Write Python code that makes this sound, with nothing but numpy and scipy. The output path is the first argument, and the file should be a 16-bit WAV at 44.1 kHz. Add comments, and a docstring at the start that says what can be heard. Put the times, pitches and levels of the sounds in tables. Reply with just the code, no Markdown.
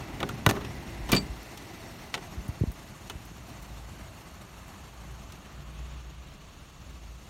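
"""Outdoor noise and a low engine hum come first; then, close by, a car door is opened from outside. The handle
clicks, the latch lets go, steel rings, and the door shudders free and swings out with a snap and bumps.
Contacts are mode clouds coloured by shell resonances and a few treble dips; steel, fittings and panel are
decaying sine modes. Bumps are sinking tones, scrapes are stick-slip click runs, and the engine is an unsteady
hum. The outdoor noise is filtered noise that changes colour as the microphone leans into the cabin."""
import sys
import numpy as np
from scipy import signal
from scipy.fft import rfft, irfft
from scipy.io import wavfile
from scipy.ndimage import uniform_filter1d

SR = 44100
rng = np.random.default_rng(int(sys.argv[2]) if len(sys.argv) > 2 else 0)


def int16_out(signal):
    """Quantize to a 16-bit WAV file."""
    q = np.round(np.clip(np.atleast_2d(signal).T, -1, 1) * 32767)
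    wavfile.write(sys.argv[1], SR, q.astype(np.int16))


N = 321742

# handle, latch and hinge contacts, before trim and colouring: (time [s], level [dB], strongest [Hz], fall above
# it [dB/octave], t60 at 2500 Hz [s])
CONTACTS = [(0.2031, -32.5, 900, 8, 0.052), (0.2293, -25, 1124, 12, 0.0303),
            (0.2896, -33.5, 1300, 6.5, 0.052), (0.4633, -16.5, 600, 5, 0.0263),
            (0.4905, -22.5, 1010, 8, 0.034), (0.497, -23, 1120, 7.5, 0.0374), (0.51, -23, 600, 6.5, 0.016),
            (0.553, -37, 820, 8, 0.07), (0.564, -32.5, 910, 12, 0.086), (0.609, -39, 1390, 13, 0.147),
            (0.648, -37.5, 3100, 21, 0.052), (1.09, -32, 1500, 9, 0.25), (1.118, -21, 2700, 5, 0.088),
            (1.128, -22, 740, 9, 0.0666), (1.148, -27.5, 1300, 5.5, 0.09), (1.164, -28, 2000, 9, 0.033),
            (1.43, -50.5, 2000, -0.5, .043), (1.574, -41, 2400, 6, 0.066),
            (2.1408, -25.5, 3060, 18.5, .062), (2.177, -37, 1250, 12, 0.035),
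            (3.098, -32.5, 1795, 9, 0.053), (5.322, -46, 4770, 12, 0.039)]
# edges of the bands that decay separately [Hz]
CONTACT_BAND_EDGES_HZ = [280, 800, 2000, 4000, 9000, 16000]
# resonances of handle and door shell, and dips in the treble: (centre [Hz], width [Hz], gain [dB])
CONTACT_PEAKS_AND_DIPS = [(378, 82, 6.5), (500, 72, -0.5), (713, 410, 0.5), (824, 18, 2), (986, 28.5, 2),
                          (1237, 95, 2), (1493.3, 37.5, 4.5), (1636, 547, -9.5), (1771, 48, 11),
                          (2360, 120, -3.5), (2710, 45, -3), (2957, 24.5, 4.5), (3345, 355, -2.5), (3780, 88, -1),
                          (5050, 410, -3), (6750, 510, -0.5), (7740, 880, -8.5), (10590, 660, -6)]
# blows on the door panel, before trim: (time [s], level [dB], spectrum corner [Hz], ring time [factor])
PANEL_BLOWS = [(.230, -35, 800, 2.11), (0.4629, -25, 300, 0.52), (.490, -28, 800, 1.29),
               (0.565, -39, 600, 1.72), (1.098, -33, 250, 0.74), (1.127, -16, 215.7, 1.24),
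               (1.149, -26.5, 230, 0.7), (2.15, -47.5, 450, 1.07)]
# door panel modes: (frequency [Hz], relative level [dB], t60 before the blow's factor [s])
PANEL_MODES = [(55.2, -7, 0.257), (76.3, -13.5, 0.33), (121.4, 3, 0.13), (126.5, -16, 0.184),
               (153.85, -4, 0.31), (189.8, 1.5, 0.242), (213.1, -1.5, 0.208), (242.9, 4.5, 0.141),
               (276, 1, 0.206), (296.2, -7.5, 0.375), (343.4, -4, 0.18), (402.8, 1.5, 0.27),
               (474, -10, 0.15), (542.5, -4, 0.19), (630, -21.5, .14), (775.5, -16.5, 0.137)]
# latch steel modes: (frequency [Hz], relative level [dB], t60 [s])
STEEL_MODES = [(2358.4, 3, 0.163), (4490, -10, 0.032), (4600, -23.5, 0.263), (4601, 4.5, 0.1016),
               (4877, -9, 0.083), (6830, -16, .08), (7030, -8, 0.114), (8053, -14, 0.224),
               (8130, -10, 0.041), (8620, -23.5, .08), (11100, -18, .05), (11575, -15, 0.156),
               (12285, -13, .05)]
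# strikes on the latch steel: (time [s], level [dB], most excited [Hz], spread [octaves])
STEEL_STRIKES = [(1.122, -24.5, 2500, 0.71), (1.1465, -20, 8900, .2), (1.156, -27.5, 6700, .12),
                 (1.163, -20.5, 4600, .3)]
# door coming free, swinging out, let go: (time [s], level [dB], starting pitch [Hz], swell time [s])
DOOR_BUMPS = [(.464, -11.5, 225, .0066), (.483, -19.5, 215.5, 0.0083), (0.99, -33, 75.4, 0.029),
              (1.219, -33.5, 132, 0.0137), (1.29, -29, 112.5, 0.0133), (2.367, -28, 111.4, 0.0164),
              (2.486, -22, 175, 0.0069), (2.609, -15, 200.5, 0.00802), (2.636, -15, 340, .0024),
              (2.669, -22, 116, 0.01296), (2.698, -32.5, 276, 0.0042), (3.15, -30.5, 129.4, 0.00626),
              (3.313, -34, 210.6, 0.00527)]
# engine hum pitch: (time [s], pitch [Hz])
HUM_PITCH = [(0, 52.42), (1.4, 55.73), (3.8, 54.38), (4.6, 57.47), (5.9, 58.99), (7.3, 55.17)]
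# engine hum level: (time [s], level [dB])
HUM_LEVEL = [(0, -53), (.8, -59.5), (1.02, -41), (1.4, -48), (1.6, -66), (2.9, -62.5), (3.3, -54),
             (3.78, -45.5), (4.15, -54), (4.9, -52), (5.12, -42), (5.35, -59.5), (5.6, -44), (6.1, -45.5),
             (6.45, -54.5), (7.15, -47.5), (7.3, -64.5)]
# engine hum partials: (multiple of hum pitch [ratio], relative level before waver [dB])
HUM_PARTIALS = [(0.999, 0.5), (2, -17), (2.43, -10.5), (3.001, -19.5)]
# outdoor noise colour at the shut door: (frequency [Hz], relative density [dB per Hz])
DOOR_SPECTRUM = [(15, -43), (25, -8), (49, 5), (96, 1), (126, 2), (211, -3.5), (572, -11.5), (710, -7),
                 (1470, -15.5), (2030, -15), (3220, -24.5), (5520, -23.5), (10500, -32.5), (13100, -31.5),
                 (15800, -41)]
# the same in the doorway: (frequency [Hz], relative density [dB per Hz])
DOORWAY_SPECTRUM = [(15, -44.5), (25, -18.5), (37, -0.5), (59, 2.5), (157, -7), (200, -5), (241, -14.5),
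                    (449, -15.5), (672, -13), (2150, -22), (3050, -28), (3390, -31.5), (6490, -36),
                    (13100, -41), (15800, -50)]
# the same in the cabin: (frequency [Hz], relative density [dB per Hz])
CABIN_SPECTRUM = [(15, -36), (25, -9.5), (43, -9.5), (63, -1), (107, -17.5), (148, -11), (241, -25),
                  (333, -27), (486, -27), (1250, -31), (1590, -33), (3490, -35.5), (4950, -36.5),
                  (6310, -37.5), (15800, -49.5)]
# microphone path: (time [s], place [0 door, 1 doorway, 2 cabin])
MIC_PLACE = [(0, 0.085), (2.05, 0), (2.4, 0.485), (4.3, 0.87), (5.4, 1.323), (6.2, 2.043), (7.3, 1.576)]
# narrow noise colours: (centre [Hz], width [Hz], gain at door [dB], gain in doorway and cabin [dB])
NOISE_HOLLOWS = [(340.8, 28, 5, 1.5), (488, 56, -1.5, -4.5), (651.8, 23, 3, 3), (1170, 280, -1, 4),
                 (2002, 121, 5.5, 0), (2720, 353, 4.5, 3.5), (4476, 290, 1.5, 3), (4890, 320, -6, -6.5),
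                 (6820, 1580, 0.5, 6.5), (7653, 610, -2.5, -3.5), (10420, 470, -5.5, -6),
                 (13100, 1030, 0, 2.5)]
# grinding and chattering parts, before colouring: (time [s], length [s], rms [dB], centre [Hz], mean slips
# [1/s])
SCRAPES = [(0.486, 0.0197, -34.5, 6500, 720), (0.525, 0.0313, -44, 810, 440),
           (1.093, 0.0153, -40, 1100, 750), (1.12, 0.029, -40, 13000, 1300),
           (1.122, 0.0357, -30, 2700, 380), (1.162, 0.0231, -33.5, 2860, 800),
           (2.144, 0.0096, -35.5, 3800, 1000), (2.151, 0.0292, -47, 594, 630)]
# clearest ticks of movement beside the car: (time [s], level [dB])
CLEAR_TICKS = [(2.48, -45), (2.717, -46), (3.252, -49.5), (3.624, -48), (4.68, -52.5)]
# handle and door fitting modes: (frequency [Hz], relative level [dB], t60 [s])
FITTING_MODES = [(997, -13, 0.056), (1178, 1, 0.0253), (1380, -10.5, 0.0484), (1494.5, -4.5, 0.058),
                 (1970, -4.5, 0.0254), (2316, -3, 0.0203), (2798, -4.5, 0.0152), (2945, -6.5, 0.025),
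                 (3467, -3.5, 0.0146), (3837, -2.5, 0.0244)]
# knocks on the fittings: (time [s], level [dB], most excited [Hz], spread [octaves])
FITTING_KNOCKS = [(0.2027, -27.5, 2800, 0.307), (.2293, -25.5, 2200, 1.18), (0.2927, -22.5, 1344, 0.101),
                  (0.463, -11.5, 1500, 1.33), (0.566, -30.5, 1100, 0.44), (1.133, -20, 1800, 0.77),
                  (2.1408, -20, 2280, 0.323)]
# low rumble, before trim: (time [s], level [dB])
RUMBLE_LEVEL = [(0, -44), (.5, -41), (1.2, -48.5), (1.45, -52), (2.55, -48), (2.8, -51), (3.8, -49),
                (4.6, -53), (5.1, -50), (7.3, -52)]
# midrange wash: (time [s], level [dB])
WASH_LEVEL = [(0, -45.5), (1.15, -47), (1.45, -48.6), (2.25, -49), (2.7, -52), (5.65, -52.5), (6.7, -56),
              (7.3, -56)]

STEEL_RISE_S, FITTING_RISE_S = 0.00327, 0.00032
DOOR_HISS_DB = -55.5  # hiss at the shut door
SHELTER_DB_PER_PLACE = -3  # the car shields the hiss
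EDGE_HZ = 15900  # microphone upper limit


def amp(db):
    """Decibels to amplitude."""
    return 10 ** (np.asarray(db) / 20)


def evened(x):
    """Scale to unit rms."""
    return x / np.sqrt(np.mean(x ** 2) + 1e-20)


def curve(rows, column=1):
    """One table column, interpolated at every sample."""
    rows = np.array(rows)
    return np.interp(np.arange(N) / SR, rows[:, 0], rows[:, column])


def read(points, hz):
    """Interpolate a spectrum on a log-frequency axis."""
    f, value = np.transpose(points)
    return np.interp(np.log(hz + 1), np.log(f + 1), value)


def bell(hz, centre_hz, width_hz):
    """Resonance-shaped weight, 1 at the centre."""
    return 1 / (1 + (2 * (hz - centre_hz) / width_hz) ** 2)


def band(hz, lo_hz, hi_hz, order=12):
    """Gain of a soft-edged band; neighbours sum to constant power."""
    return 1 / np.sqrt((1 + (lo_hz / (hz + 1)) ** order) * (1 + (hz / hi_hz) ** order))


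def highpass(x, corner_hz):
    """Second-order low cut."""
    return signal.sosfilt(signal.butter(2, corner_hz, "high", fs=SR, output="sos"), x)


def wander(rate_hz):
    """Slow random drift of unit rms."""
    hz = np.fft.rfftfreq(N, 1 / SR)
    return evened(irfft(rfft(rng.standard_normal(N)) * np.exp(-(hz / rate_hz) ** 2), N))


def add(mix, start_s, sound):
    """Mix a sound in at its start time, cut at the end."""
    part = mix[max(round(start_s * SR), 0):][:len(sound)]
    part += sound[:len(part)]


def contacts(gain_db=-2, rise_s=0.000252, damping=0.535, tail_db=-25, tail_t60_s=0.234, tail_tilt=0.142):
    """Each contact rings a dense mode cloud; high bands die first, the hollow door holds a faint tail."""
    out, t = np.zeros(N), np.arange(SR // 3) / SR
    hz = np.fft.rfftfreq(len(t), 1 / SR)
    for start_s, db, peak_hz, fall, t60_s in CONTACTS:
        power = (hz / peak_hz) ** 2 / (1 + (hz / peak_hz) ** 4) ** ((fall / 6 + 1) / 2)
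        for lo, hi in zip(CONTACT_BAND_EDGES_HZ, CONTACT_BAND_EDGES_HZ[1:]):
            gains = band(hz, lo, hi)
            share = np.sqrt(np.sum(power * gains ** 2) / np.sum(power))
            random_phases = np.exp(2j * np.pi * rng.random(len(hz)))
            cloud = signal.hilbert(irfft(gains * random_phases, len(t)))
            # modes share one store of energy: flatten the envelope so their sum falls evenly
            cloud = irfft(rfft(np.cos(np.angle(cloud))) * gains, len(t))
            band_t60_s = t60_s * (2500 / np.sqrt(lo * hi)) ** damping
            tail = amp(tail_db - 60 * t / tail_t60_s) * (CONTACT_BAND_EDGES_HZ[0] / lo) ** tail_tilt
            ring = cloud * (1 - np.exp(-t / rise_s)) * (amp(-60 * t / band_t60_s) + tail)
            ring /= np.std(ring[:SR // 100])  # unit level over the first 10 ms
            add(out, start_s, share * amp(db + gain_db) * ring)
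    return out


def scrapes(slip_t60_s=0.005, breadth=1.116):
    """Stick and slip: a quick uneven run of tiny clicks, each ringing briefly around the centre pitch."""
    out, t = np.zeros(N), np.arange(SR // 8) / SR
    hz = np.fft.rfftfreq(len(t), 1 / SR)
    for start_s, length_s, db, centre_hz, slips_per_s in SCRAPES:
        # slip rate is redrawn every 35 samples
        pace = rng.exponential(1, len(t) // 35 + 1).repeat(35)[:len(t)]
        slips = np.diff(np.floor(np.cumsum(pace) * slips_per_s / SR), prepend=0)
        arch = np.sqrt(np.maximum(np.sin(np.pi * np.minimum(t / length_s, 1)), 0))
        force = slips * rng.uniform(0.12, 1, len(t)) * arch
        decay = amp(-60 * t / slip_t60_s)
        chatter = signal.fftconvolve(force, decay)[:len(t)] * rng.standard_normal(len(t))
        gains = band(hz, centre_hz / breadth, centre_hz * breadth, order=6)
        chatter = irfft(rfft(chatter) * gains, len(t))
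        add(out, start_s, amp(db) * evened(chatter) * np.sqrt(length_s / t[-1]))
    return out


def contact_colour(x):
    """One peaking filter per table entry; the narrow ones ring on."""
    for hz, width_hz, db in CONTACT_PEAKS_AND_DIPS:
        gain = amp(db / 2)
        damp = np.pi * width_hz / SR
        turn = -2 * np.cos(2 * np.pi * hz / SR)
        zeros = [1 + damp * gain, turn, 1 - damp * gain]
        poles = [1 + damp / gain, turn, 1 - damp / gain]
        x = signal.lfilter(zeros, poles, x)
    return x


def struck(modes, hits, rise_s):
    """A hard part rings in decaying modes; each strike favours another range of them."""
    out, t = np.zeros(N), np.arange(SR // 2) / SR
    onset = 1 - np.exp(-t / rise_s)
    for start_s, db, centre_hz, spread_oct in hits:
        for k, (hz, mode_db, t60_s) in enumerate(modes):
            share = (-1) ** k * np.exp(-.5 * (np.log2(hz / centre_hz) / spread_oct) ** 2)
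            decay = amp(db + mode_db - 60 * t / t60_s)
            add(out, start_s, share * decay * onset * np.sin(2 * np.pi * hz * t))
    return out


def fittings():
    """Knocked handle and door fittings give a short hard ring."""
    return struck(FITTING_MODES, FITTING_KNOCKS, FITTING_RISE_S)


def latch_steel():
    """Struck latch steel swells over milliseconds, then rings."""
    return struck(STEEL_MODES, STEEL_STRIKES, STEEL_RISE_S)


def panel(gain_db=-5):
    """The door skin booms in low modes; a blow's corner frequency limits how high it reaches."""
    out, t = np.zeros(N), np.arange(SR // 2) / SR
    for start_s, db, corner_hz, ring_factor in PANEL_BLOWS:
        for k, (hz, mode_db, t60_s) in enumerate(PANEL_MODES):
            # sign flips every three modes: neighbouring groups swing against each other
            push = (-1) ** (k // 3) / np.sqrt(1 + (hz / corner_hz) ** 4)
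            decay = amp(db + gain_db + mode_db - 60 * t / (t60_s * ring_factor))
            add(out, start_s, push * decay * np.sin(2 * np.pi * hz * t))
    return out


def bumps(sag=0.3005, sag_swells=1.17, shape=2.7, knock_db=-14, knock_ratio=2.826, knock_swell=0.573, low_cut_hz=28):
    """Heavily damped thuds sink in pitch as they swell and die, each with a shorter, higher knock."""
    out, t = np.zeros(N), np.arange(SR // 4) / SR
    for start_s, db, hz, swell_s in DOOR_BUMPS:
        thud = (db, hz, swell_s)
        knock = (db + knock_db, hz * knock_ratio, swell_s * knock_swell)
        for part_db, part_hz, part_s in [thud, knock]:
            u = t / part_s  # time in swells; the envelope peaks at 1
            pitch_hz = part_hz * (sag + (1 - sag) * np.exp(-u / sag_swells))
            turns = np.cumsum(pitch_hz) / SR
            add(out, start_s, amp(part_db) * (u * np.exp(1 - u)) ** shape * np.sin(2 * np.pi * turns))
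    return highpass(out, low_cut_hz)


def rustle(ticks_per_s=10, level_db=-56, t60_s=0.057, low_cut_hz=6500):
    """Someone moving beside the car: thin decaying hiss ticks; the random ones weaken after 4.4 s."""
    t = np.arange(SR // 12) / SR
    activity = curve([(0, 0.82), (4.4, 1), (5.2, .35), (7.3, 0.3114)])  # (time [s], factor)
    ticks = amp(level_db) * (rng.random(N) < ticks_per_s / SR) * rng.uniform(0.31, 1, N) * activity
    for start_s, db in CLEAR_TICKS:
        add(ticks, start_s, amp([db]))
    hiss = highpass(rng.standard_normal(N), low_cut_hz)
    return hiss * signal.oaconvolve(ticks, amp(-60 * t / t60_s))[:N]


def engine_phase():
    """Angle of the hum [rad]."""
    return 2 * np.pi * np.cumsum(curve(HUM_PITCH)) / SR


def engine(waver_db=2.13, waver_hz=14.8, jitter_rad=0.392, jitter_hz=6.84):
    """A low hum with a few weak overtones, unsteady in level and phase."""
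    phase = engine_phase()
    hum = np.zeros(N)
    for multiple, db in HUM_PARTIALS:
        level = amp(db + waver_db * wander(waver_hz))
        hum += level * np.sin(multiple * (phase + jitter_rad * wander(jitter_hz)))
    return np.sqrt(2) * amp(curve(HUM_LEVEL)) * hum


def outdoors(rumble_db=1.5, flutter_db=1.0, flutter_hz=30.4, hum_gap_db=-5, gust_db=0.26, gust_hz=4.22):
    """Rumble, wash and hiss whose colour follows the microphone from the door into the cabin."""
    hz, place = np.fft.rfftfreq(N, 1 / SR), curve(MIC_PLACE)
    noise, out = rfft(rng.standard_normal(N)), np.zeros(N)
    rumble = amp(curve(RUMBLE_LEVEL) + rumble_db + gust_db * wander(gust_hz))
    wash = amp(curve(WASH_LEVEL))
    hiss = amp(DOOR_HISS_DB + SHELTER_DB_PER_PLACE * place)
    layers = [(band(hz, 15, 280), rumble), (band(hz, 280, 3500), wash), (band(hz, 3500, 20000), hiss)]
    hum_gap = hum_gap_db * bell(hz, 53.3, 25)  # dip around the hum pitch
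    for k, spectrum in enumerate([DOOR_SPECTRUM, DOORWAY_SPECTRUM, CABIN_SPECTRUM]):
        hollows = sum((inside if k else outside) * bell(hz, f, width)
                      for f, width, outside, inside in NOISE_HOLLOWS)
        coloured = noise * amp(read(spectrum, hz) + hollows + hum_gap)
        nearness = np.maximum(1 - abs(place - k), 0)
        for gains, level in layers:
            out += nearness * level * evened(irfft(coloured * gains, N))
    return out * amp(flutter_db * wander(flutter_hz))


def enlivened(noise):
    """The noise, mostly its hiss, throbs once in two hum cycles and shimmers in small patches."""
    # (frequency [Hz], depth [dB])
    shimmer_db = [(300, 0.32), (1500, 0.88), (4500, 0.99), (6500, 2.58), (9000, 3.5), (15000, 2.95)]
    throb_db = [(300, 0.21), (2000, 0.036), (6500, 0.032), (10000, 1.08), (13000, 0.83)]
    hz, t, z = signal.stft(noise, SR, nperseg=512, noverlap=384)
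    patches = uniform_filter1d(rng.standard_normal(z.shape), size=4, axis=0)
    patches = evened(uniform_filter1d(patches, size=7, axis=1))
    throb = np.sin(np.interp(t * SR, np.arange(N), engine_phase()) / 2)
    gain = amp(read(shimmer_db, hz)[:, None] * patches + read(throb_db, hz)[:, None] * throb)
    gain /= np.sqrt(np.mean(gain ** 2, axis=1, keepdims=True))  # keep the mean colour
    return signal.istft(z * gain, SR, nperseg=512, noverlap=384)[1][:N]


def scene():
    """The door close by, over the engine and the outdoor noise."""
    shell = contact_colour(contacts() + scrapes())
    door = shell + fittings() + latch_steel() + panel() + bumps()
    background = rustle() + engine() + enlivened(outdoors())
    return (door + background)[None]


def record(dry, low_cut_hz=28):
    """The microphone's band limits."""
    thinned = highpass(dry, low_cut_hz)
    edge = signal.firwin(511, EDGE_HZ, window=("kaiser", 9), fs=SR)
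    return signal.oaconvolve(thinned, edge[None], "same")


dry = scene()
out = record(dry)
int16_out(out)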